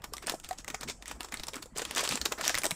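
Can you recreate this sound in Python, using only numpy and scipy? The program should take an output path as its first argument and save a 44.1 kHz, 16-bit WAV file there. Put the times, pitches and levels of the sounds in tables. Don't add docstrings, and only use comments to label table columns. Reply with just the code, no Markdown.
import sys
import numpy as np
from scipy import signal
from scipy.io import wavfile
from scipy.ndimage import uniform_filter1d

SR = 44100
rng = np.random.default_rng(int(sys.argv[2]) if len(sys.argv) > 2 else 0)


def waveform_to_disk(signal):
    frames = np.transpose(np.atleast_2d(signal))
    scaled = np.clip(frames, -1, 1) * 32767
    samples = np.round(scaled).astype(np.int16)
    wavfile.write(sys.argv[1], SR, samples)


def level_to_linear(level):
    exponent = np.asarray(level, float) / 20
    return 10 ** exponent


N = 121275


def evened(x):
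    return x / np.sqrt(np.mean(x ** 2) + 1e-20)


def read(points, hz):
    f, value = np.transpose(points)
    return np.interp(np.log(hz + 1), np.log(f + 1), value)


def add(mix, start_s, sound):
    at = round(start_s * SR)
    part = mix[max(at, 0):][:len(sound) + min(at, 0)]
    part += sound[max(-at, 0):][:len(part)]


def causal(colour_db):
    log_gain = np.log(level_to_linear(np.maximum(colour_db, -90)))
    full = np.concatenate([log_gain, log_gain[-2:0:-1]])
    spectrum = np.exp(np.conj(signal.hilbert(full)))
    return np.fft.ifft(spectrum).real[:len(log_gain)]


def room_air():
    # frequency in Hz, level in dB.
    air_colour = [(25, 8), (70, -9), (130, 3.5), (450, -12.5), (900, -15), (3500, -30), (8000, -32),
                  (16000, -59)]
    level_db, patch_db = -56.5, 5.2
    frames, hz = N // 256 + 5, np.fft.rfftfreq(1024, 1 / SR)
    a, b, patches = rng.standard_normal((frames, 513, 3)).T
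    patches = uniform_filter1d(patches, size=10, axis=0)
    patches = evened(uniform_filter1d(patches, size=10, axis=1))
    z = (a + 1j * b) * level_to_linear(read(air_colour, hz)[:, None] + patch_db * patches)
    air = signal.istft(z, nperseg=1024, noverlap=768)[1][:N]
    return level_to_linear(level_db) * evened(air)


def thud():
    centre_hz, width_hz, level_db, swell_db = 50.3, 41, -59, 0.5
    noise, slow = rng.standard_normal((2, N))
    r, w = np.exp(-np.pi * width_hz / SR), 2 * np.pi * centre_hz / SR
    poles = [1, -2 * r * np.cos(w), r * r]
    low = signal.lfilter([1, -1], poles, noise)
    low = signal.lfilter([1], poles, low)
    swell = evened(uniform_filter1d(slow, size=4000))
    return level_to_linear(level_db + swell_db * swell) * evened(low)


def kitchen(x):
    # frequency in Hz, t60 in seconds.
    decay = [(300, 0.39), (4000, 0.14), (8000, 0.42), (15000, 0.2)]
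    taps = np.zeros(SR // 2)
    at = np.arange(150, SR // 2 - 20, 20)
    taps[at + rng.integers(0, 20, len(at))] = rng.choice([-1., 1.], len(at))
    hz, t, z = signal.stft(taps, SR, nperseg=256)
    z = z * level_to_linear(-60 * t / read(decay, hz)[:, None])
    tail = signal.istft(z, SR, nperseg=256)[1]
    return signal.fftconvolve(x, tail / np.linalg.norm(tail))[:N]


def plop(start_s, peak_db, hz, t60):
    t = np.arange(0, t60 + .01, 1 / SR)
    tone = np.sin(2 * np.pi * hz * t * (1 + 0.77 * t))
    onset = np.minimum(t * hz, 1)
    return start_s + 0.00086, tone * onset * level_to_linear(peak_db - 60 * t / max(t60, .004))


def knocks():
    # start in seconds, peak in dB, pitch in Hz, t60 in seconds.
    pockets = [(0.136, -34.5, 1160, 0.063), (0.509, -23.5, 729, 0.062), (0.742, -27.5, 758, 0.035),
               (1.33, -34.5, 240, 0.06), (1.816, -29.5, 467, 0.046), (2.03, -20.5, 620, 0.015),
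               (2.138, -31, 247, 0.095), (2.317, -24.5, 473, 0.02), (2.651, -22.5, 630, 0.033),
               (2.663, -17.5, 574, 0.012), (2.718, -29.5, 167, 0.054)]
    # start in seconds, peak in dB, pitch in Hz, t60 in seconds.
    bumps = [(0.339, -23, 327, 0.017), (0.507, -30.5, 486, 0.02), (0.59, -37, 264, 0.03),
             (0.809, -36, 250, 0.03), (1.132, -44, 54, 0.44), (1.6, -38, 306, 0.03),
             (1.1, -39, 268.5, 0.035), (1.656, -39.5, 490, 0.037), (2.104, -39.5, 142.4, 0.21),
             (2.199, -33.5, 61.5, 0.14), (2.651, -26.5, 323, 0.035), (2.664, -24.5, 340, 0.025)]
    # start in seconds, peak in dB, pitch in Hz, t60 in
    # seconds.
    more_pockets = [(0.122, -34, 434, 0.023), (0.239, -37.5, 370, 0.033), (0.275, -28.5, 650, 0.024),
                    (0.319, -28, 446, 0.024), (0.338, -20.5, 710, 0.015), (0.347, -31.5, 650, 0.028),
                    (0.681, -31.5, 790, 0.018), (0.7, -29, 302, 0.024), (0.886, -35.5, 416, 0.053),
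                    (1.162, -44, 678, 0.028), (1.204, -35, 725, 0.034), (1.481, -34, 890, 0.031),
                    (1.532, -34, 476, 0.018), (1.565, -29, 266, 0.02), (1.76, -26.5, 415, 0.018),
                    (1.969, -29, 675, 0.036), (2.212, -35, 686, 0.018), (2.257, -22.5, 410, 0.028),
                    (2.394, -29, 655, 0.038), (2.438, -26, 912, 0.018), (2.464, -28, 640, 0.022),
                    (2.499, -28, 656, 0.029), (2.711, -33.5, 664, 0.029)]
    out = np.zeros(N)
    for row in pockets + bumps + more_pockets:
        add(out, *plop(*row))
    return out


def gurgle(whisk):
    level_db, pockets_per_s, tilt_db = -16, 260, -10.5
    stir = np.abs(uniform_filter1d(whisk ** 2, size=6000)) ** 0.43
    out = np.zeros(N)
    for when, pitch, size, life in rng.random((round(pockets_per_s * N / SR), 4)):
        hz = 200 * 9 ** pitch
        peak_db = level_db + 7.7 * size + tilt_db * pitch
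        add(out, *plop(when * N / SR, peak_db, hz, (7.6 + 6 * life) / hz))
    return out * stir


def crackle(length, hiss_db):
    grains_per_s, grain_cycles, spread_db = 2200, 4.5, 3.5
    chance, small, pitch = rng.random((length, 3)).T
    size_db = -spread_db * np.maximum(np.log(small + 1e-9), -3)
    size = (chance < grains_per_s / SR) * level_to_linear(size_db)
    hz = np.geomspace(300, 15000, 12)[:, None]
    kind = np.arange(len(hz))[:, None]
    turns = hz * np.arange(1024) / SR
    blips = np.sin(2 * np.pi * turns) * np.exp(-2 * turns / grain_cycles)
    blips *= hz ** 0.91 / (kind + 1)
    trains = size * (np.floor(pitch ** .6 * len(hz)) == kind)
    bubbles = signal.fftconvolve(trains, blips, axes=1).sum(0)[:length]
    return evened(bubbles) + level_to_linear(hiss_db) * rng.standard_normal(length)


def hump(centre_hz, octaves, above_db):
    # frequency in Hz, level in dB.
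    bowl_colour = [(100, -25), (250, 6), (700, -10.5), (1100, -3), (2000, -5.5), (8100, -3.5), (11000, -13),
                   (16000, -14)]
    ripple_db, below_db = 1.8, 30
    hz = np.fft.rfftfreq(1024, 1 / SR)
    off = np.log2((hz + 30) / centre_hz) / octaves
    ripple = uniform_filter1d(rng.standard_normal(len(hz)), size=24)
    ripple = evened(uniform_filter1d(ripple, size=16))
    ripple *= np.minimum(2 * abs(off), 1)
    fall_db = np.minimum(6 * off ** 2, np.where(off > 0, above_db, below_db))
    return causal(read(bowl_colour, hz) + ripple_db * ripple - fall_db)


def stroke(start_s, length_s, level_db, hz):
    t = np.arange(0, length_s, 1 / SR)
    swell = np.sin(np.pi * (t / length_s) ** 0.62) ** 1.12
    colour = hump(hz, octaves=1.47, above_db=14.0)
    wet = signal.fftconvolve(crackle(len(t), hiss_db=5), colour)[:len(t)]
    return start_s, level_to_linear(level_db) * evened(wet) * swell


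def tick(start_s, peak_db, hz, splash_db):
    click_db, ring_db, spray_db, body_db, lead_db = -3.5, -10, -7.5, -17, -16.5
    ring_t60, spray_t60, body_t60 = 0.012, 0.045, 0.051
    wires_s, lead_s, body_lead_s = .0004, 0.004, 0.011
    t = np.arange(-.03, .08, 1 / SR)
    after, at = np.maximum(t, 0), np.argmax(t >= 0)
    noise = rng.standard_normal(len(t))
    colour = hump(hz, octaves=1.43, above_db=3.5)

    wires = np.convolve(colour, noise[:100] * np.exp(-np.arange(100) / SR / wires_s))
    click = np.pad(wires / abs(wires).max(), (at, len(t) - len(wires) - at))
    ring = np.sin(2 * np.pi * hz * after) * level_to_linear(-60 * after / ring_t60)

    lead = level_to_linear(lead_db) * np.exp(t / lead_s)
    shape = np.where(t < 0, lead, level_to_linear(spray_db - 60 * after / spray_t60))
    spray = signal.fftconvolve(crackle(len(t), hiss_db=0.5), colour)[:len(t)]
    spray = evened(spray) * shape / 2

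    band = signal.butter(2, [300, 1500], "band", fs=SR, output="sos")
    body = evened(signal.sosfilt(band, noise))
    body *= np.where(t < 0, np.exp(t / body_lead_s) * 0.23, 1)
    body *= level_to_linear(body_db - 60 * after / body_t60)

    strike = level_to_linear(click_db) * click + level_to_linear(ring_db) * ring
    return start_s + t[0] + 0.000979, level_to_linear(peak_db) * (strike + level_to_linear(splash_db) * (spray + body))


def whisking():
    # start in seconds, peak in dB,
    # ring in Hz, splash in dB against the click.
    ticks = [(0.0409, -27.5, 1620, 4.5), (0.135, -18, 8390, -6), (0.167, -23.5, 5800, -6),
             (0.1808, -23, 2070, -15), (0.224, -34, 2260, 4.5), (0.263, -26.5, 2320, -22),
             (0.269, -15, 8600, -8), (0.32, -28, 7900, 2.5), (0.343, -32, 7700, 2),
             (0.3988, -27.5, 6860, -10.5), (0.4449, -25, 3700, -9), (0.4885, -23, 7500, -4.5),
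             (0.5286, -27.5, 2220, -4), (0.5851, -26.5, 6660, -6.5), (0.645, -25.5, 2020, -12),
             (0.6788, -21, 2000, -3.5), (0.701, -23.5, 2280, 1), (0.7443, -19.5, 2180, -1.5),
             (0.8094, -20.5, 8500, -10.5), (0.831, -30, 4030, 9), (0.8857, -23, 2250, -7),
             (0.8976, -18.5, 3650, -3), (1.0231, -32.5, 3640, 0.5),
             (1.0568, -24.5, 1930, -14), (1.0792, -22.5, 8000, -6), (1.112, -25.5, 2340, 2.5),
            (1.2061, -20.5, 2770, -2.5), (1.2303, -25.5, 7300, -7), (1.2444, -38.5, 5300, 13),
            (1.285, -43.5, 1930, 7.5), (1.322, -22.5, 2050, -0.5), (1.3406, -17, 2100, -6.5),
            (1.3712, -22.5, 4330, -12), (1.3962, -27.5, 3920, 1.5), (1.434, -21.5, 4730, -3.5),
            (1.483, -17.5, 5060, -4), (1.5335, -27, 2210, -1), (1.626, -26.5, 4440, -1),
            (1.782, -18.5, 8000, -1.5), (1.8175, -19, 1900, 0.5), (1.8509, -17.5, 3270, -5),
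            (1.9095, -16.5, 1860, -7), (1.949, -19, 3600, -17), (1.9611, -18, 7700, -1),
            (1.9927, -17, 3300, 0.5),
             (2.0379, -17.5, 8350, 0), (2.075, -15, 3000, -5), (2.0897, -10, 4720, -10),
              (2.1099, -16, 2600, -9.5), (2.155, -14.5, 7320, -6), (2.2138, -12.5, 4350, -7.5),
              (2.254, -10, 7100, -9.5), (2.2575, -8, 3760, -5.5), (2.3208, -14.5, 2380, 0.5),
              (2.4106, -19.5, 1770, 2.5), (2.4391, -21.5, 3170, -4), (2.4782, -5, 5730, -15.5),
              (2.494, -9.5, 1630, -6.5), (2.5517, -11, 2120, -22.5), (2.5758, -13.5, 2070, -13.5),
              (2.5835, -10, 9460, -9.5), (2.6343, -12.5, 2300, -17), (2.6417, -12, 1880, -3.5),
              (2.6536, -11, 8520, -2.5), (2.6642, -13.5, 8100, -8.5), (2.7079, -11, 4030, -7.5),
              (2.714, -15, 2240, -19),
             (.2957, -14.5, 4070, -0.5),
        (1.4683, -25, 7400, -8),
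        (1.9797, -11, 4740, -7),
             (0.019, -37.5, 1720, -4), (0.2761, -31, 2970, -1), (0.2808, -20, 1770, -5),
             (0.439, -33.5, 2100, -13), (0.509, -24, 1940, -2), (0.6834, -26.5, 6400, -3),
             (1.0964, -29.5, 1800, -5), (1.5418, -24, 2250, -6), (1.556, -26.5, 7900, -0.5),
             (1.5657, -27, 1300, -7), (1.5803, -36, 1520, -7), (1.623, -31.5, 7100, 1),
             (1.6573, -34, 7150, -3), (1.758, -35, 2480, 3), (1.7654, -24, 3030, -5),
             (1.7741, -23, 7360, -1.5), (1.794, -24, 3700, 5), (1.9717, -20, 1670, 3),
             (2.0057, -21, 8000, 4), (2.0505, -19, 2930, 0), (2.1217, -16, 2570, 0),
             (2.1736, -18, 2480, -4), (2.384, -27.5, 1670, -4), (2.4444, -19, 3060, -13),
             (2.4517, -15, 3670, -20), (2.461, -19, 1560, -4), (2.5024, -17.5, 1640, -10),
             (2.5436, -9, 1970, -12), (2.6172, -22.5, 4100, -4)]
    # start in seconds, length in seconds, level in dB, centre in Hz.
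    strokes = [(0.225, 0.034, -49, 2000), (0.267, 0.067, -40, 1620), (0.432, 0.052, -50, 3000),
               (0.574, 0.054, -51.5, 5000), (0.593, 0.023, -54.5, 1800), (0.805, 0.036, -47, 2460),
               (0.874, 0.059, -39.5, 3300), (1.053, 0.1, -48.5, 2590), (1.145, 0.038, -53, 597),
               (1.209, 0.09, -54.5, 1180), (1.312, 0.16, -54, 2550), (1.534, 0.074, -46, 1030),
               (1.75, 0.13, -48.5, 3380), (1.836, 0.31, -48, 2220), (1.957, 0.082, -32, 2650),
               (2.031, 0.049, -35, 3580), (2.084, 0.11, -36.5, 3600), (2.375, 0.06, -41.5, 1140),
               (2.424, 0.13, -35, 2930), (2.539, 0.076, -39, 2050)]
    out = np.zeros(N)
    for row in ticks:
        add(out, *tick(*row))
    for row in strokes:
        add(out, *stroke(*row))
    return out


def scene():
    background = room_air() + thud()
    whisk = whisking()
    echoes = level_to_linear(-12.5) * kitchen(whisk)
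    return (background + echoes + gurgle(whisk) + knocks() + whisk)[None]


def roll_off(x):
    return signal.sosfilt(signal.butter(12, 16670, fs=SR, output="sos"), x)


def record(dry):
    low_pass = signal.firwin(81, 15500, fs=SR)
    mix = signal.oaconvolve(dry, low_pass[None], "same")
    return roll_off(mix)


dry = scene()
out = record(dry)
waveform_to_disk(out)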